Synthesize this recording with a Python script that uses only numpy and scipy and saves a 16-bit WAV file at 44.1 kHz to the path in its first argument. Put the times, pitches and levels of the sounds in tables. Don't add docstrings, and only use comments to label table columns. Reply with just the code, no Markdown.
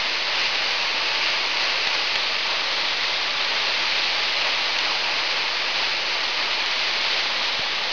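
import sys
import numpy as np
from scipy import signal
from scipy.fft import rfft, irfft
from scipy.io import wavfile
from scipy.ndimage import uniform_filter1d

SR = 44100
rng = np.random.default_rng(int(sys.argv[2]) if len(sys.argv) > 2 else 0)


def unload_wav(signal):
    wavfile.write(
        sys.argv[1],
        SR,
        np.round(np.clip(np.atleast_2d(signal).T, -1, 1) * 32767).astype(np.int16),
    )


N = 349272
TIME = np.arange(N) / SR
FREQ = np.arange(N // 2 + 1) * SR / N


def gain(db):
    return 10 ** (np.asarray(db) / 20)

def unit_rms(x):
    return x / np.sqrt(np.mean(x ** 2))

def bells(hz, bands):
    return sum(db * np.exp(-2 * ((hz - centre) / width) ** 2) for centre, width, db in bands)

def colour(x, spectrum, bands=()):
    hz = np.maximum(FREQ, 1)
    knot_hz, knot_db = np.transpose(spectrum)
    db = np.interp(np.log(hz), np.log(knot_hz), knot_db) + bells(hz, bands)
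    return unit_rms(irfft(rfft(x) * gain(db), N))

def wander(bandwidth_hz):
    return unit_rms(irfft(rfft(rng.standard_normal(N)) * np.exp(-(FREQ / bandwidth_hz) ** 2), N))

def impacts(per_second, spread_db):
    occurs = rng.random(N) < per_second / SR
    size = gain(spread_db * np.minimum(rng.standard_normal(N), 2))
    return occurs * rng.choice([-1, 1], N) * size


# f/Hz, relative level/dB
SPRAY_SPECTRUM = [(500, -22.5), (1200, -11.5), (1650, -7.5), (2000, -2), (2600, 0), (3050, -1.5),
                  (3400, -3), (3800, -3), (4200, -1.5), (4700, -3.5), (5050, -6.5), (5500, -14),
                  (6000, -16.5), (6600, -27.5)]
# f/Hz, width/Hz, level/dB
CHUTE_HOLLOWS = [(585, 120, 1), (724, 98, -3), (860, 160, 0.74), (1030, 41, -1.1), (1172, 110, 2),
                 (1960, 110, 0), (2560, 160, 0), (3200, 130, -0.7)]

def spray(drops_per_second=9000, clump_db=1.0, mist_db=1, flicker_db=0.24):
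    drops = unit_rms(impacts(drops_per_second, spread_db=5)) * gain(clump_db * wander(70))
    mist = gain(mist_db) * rng.standard_normal(N)
    return colour(drops + mist, SPRAY_SPECTRUM, CHUTE_HOLLOWS) * gain(flicker_db * wander(18))


def bubbles(low_hz=298.5, high_hz=2398, sizes=22, per_second=3200, q=12.6, rise=0.043):
    cloud = np.zeros(N)
    for hz in np.geomspace(low_hz, high_hz, sizes):
        age = np.arange(4096) * hz / SR / q
        ring = np.exp(-np.pi * age) * np.sin(2 * np.pi * q * age * (1 + rise * age))
        births = impacts(per_second / sizes, spread_db=3.5)
        cloud += unit_rms(signal.oaconvolve(births, ring)[:N]) * np.sqrt(hz)
    return unit_rms(cloud)


# f/Hz, relative level/dB
POOL_SPECTRUM = [(20, -27), (45, -19), (110, -21.5), (190, -13), (320, -8.5), (480, -4.5), (620, -1.4),
                 (900, 0.7), (1350, -4), (1800, -5), (3000, -19), (6000, -44.5)]

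def pools(churn_db=5, heave_db=0.37):
    cloud = bubbles()
    churn = gain(churn_db) * colour(rng.standard_normal(N), [(2400, 0.5), (5000, -5.5)])
    return colour(cloud + churn, POOL_SPECTRUM, CHUTE_HOLLOWS) * gain(heave_db * wander(13))


# t/s, level/dB about the mean
FLOW_SWELL = [(0.0, -0.6), (1.0, 0.6), (1.9, 0.6), (2.4, -0.26), (3.5, 0.2), (3.85, 1.1), (4.6, 0.56),
              (5.6, -0.5), (6.4, -0.5), (7.1, 0.75), (7.65, -1.2), (7.92, -1.1)]

def flow(pool_share=0.46, surge_db=0.01, surge_hz=5.7):
    swell = np.interp(TIME, *np.transpose(FLOW_SWELL))
    surge = surge_db * wander(surge_hz)
    return swell + surge, pool_share * swell + surge


# t/s, aim (-1 at the top, 1 at the foot)
MICROPHONE_AIM = [(0, -0.24), (1.6, -.9), (2.2, 0), (2.8, 1), (3.4, 0.82), (4.2, -0.2), (5.7, -.5),
                  (6.4, -.2), (7.1, .6), (7.9, 1.4)]
# f/Hz, width/Hz, level/dB
FOOT_RESPONSE = [(2600, 500, -0.8), (3470, 440, 1.3), (4000, 500, .5), (4850, 400, -0.8), (6200, 700, -0.5)]

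def microphone_tilt(water):
    aim = np.interp(TIME, *np.transpose(MICROPHONE_AIM))
    foot_change = irfft(rfft(water) * (gain(bells(FREQ, FOOT_RESPONSE)) - 1), N)
    return water + aim * foot_change


# t/s, rise in spray level/dB, rise in pool level/dB
GUSH_SWELLS = [(.41, 1.5, 1.5), (1.27, 1, 1.5), (1.65, .9, 1.5), (2.52, .2, 2.5), (4.46, 0.8, 1.5),
               (4.89, .2, 2), (5.8, 0.7, 1.3), (6.46, .5, 1.2), (7.15, 0.5, 0), (7.47, 0.9, 0)]

def gushes(half_length_s=0.06, lull_lead_s=0.16, lull_half_length_s=0.076, lull_share=0.54):
    spray_rise, pool_rise = np.zeros(N), np.zeros(N)
    for peak_s, spray_db, pool_db in GUSH_SWELLS:
        age = TIME - peak_s
        swell = np.exp(-(age / half_length_s) ** 2)
        lull = lull_share * np.exp(-((age + lull_lead_s) / lull_half_length_s) ** 2)
        spray_rise += spray_db * (swell - lull)
        pool_rise += pool_db * (swell - lull)
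    return spray_rise, pool_rise


# t/s, peak level/dB before low-pass filtering
WATER_SLAPS = [(1.873, -6.5), (2.1562, -9), (2.1603, -9.5), (3.0394, -17), (4.549, -14), (4.788, -9),
               (6.661, -11)]

def slaps(decay_s=0.0017):
    cracks = np.zeros(N)
    grit = colour(rng.standard_normal(N), SPRAY_SPECTRUM)
    for onset_s, db in WATER_SLAPS:
        crack = grit * (TIME >= onset_s) * np.exp(-np.abs(TIME - onset_s) / decay_s)
        cracks += gain(db) * crack / np.abs(crack).max()
    return cracks


# t/s, peak level/dB
HAND_BUMP = (7.5945, -23)

def hand_bump(push_s=0.00045, rebound_s=0.0013, rebound_share=0.4):
    peak_s, db = HAND_BUMP
    age = TIME - peak_s
    push = np.exp(-(age / push_s) ** 2)
    rebound = rebound_share * np.exp(-(age / rebound_s - 2) ** 2)
    return gain(db) * (rebound - push)


def scene(spray_db=-24.0, pool_db=-32):
    spray_flow, pool_flow = flow()
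    spray_gush, pool_gush = gushes()
    rush = spray() * gain(spray_db + spray_flow + spray_gush)
    roar = pools() * gain(pool_db + pool_flow + pool_gush)
    return (microphone_tilt(rush + roar) + slaps() + hand_bump())[None]


# f/Hz, relative level/dB
HISS_SPECTRUM = [(8400, -36), (9000, -2), (10000, 3), (12200, -1.5), (13000, -6.5), (14500, -2.5),
                 (16000, -4.5)]

def record(dry, muffle_hz=6750, top_hz=15950, hiss_db=-44.0, dc_offset=0.012):
    low_pass = signal.firwin(241, muffle_hz, window="blackman", fs=SR)
    muffled = signal.fftconvolve(dry, low_pass[None], "same")
    running_rms = np.sqrt(np.abs(uniform_filter1d(muffled ** 2, size=500)))
    hiss = gain(hiss_db) * running_rms * colour(rng.standard_normal(N), HISS_SPECTRUM)
    top_cut = signal.ellip(12, .1, 70, top_hz, fs=SR, output="sos")
    return dc_offset + signal.sosfilt(top_cut, muffled + hiss)


dry = scene()
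out = record(dry)
unload_wav(out)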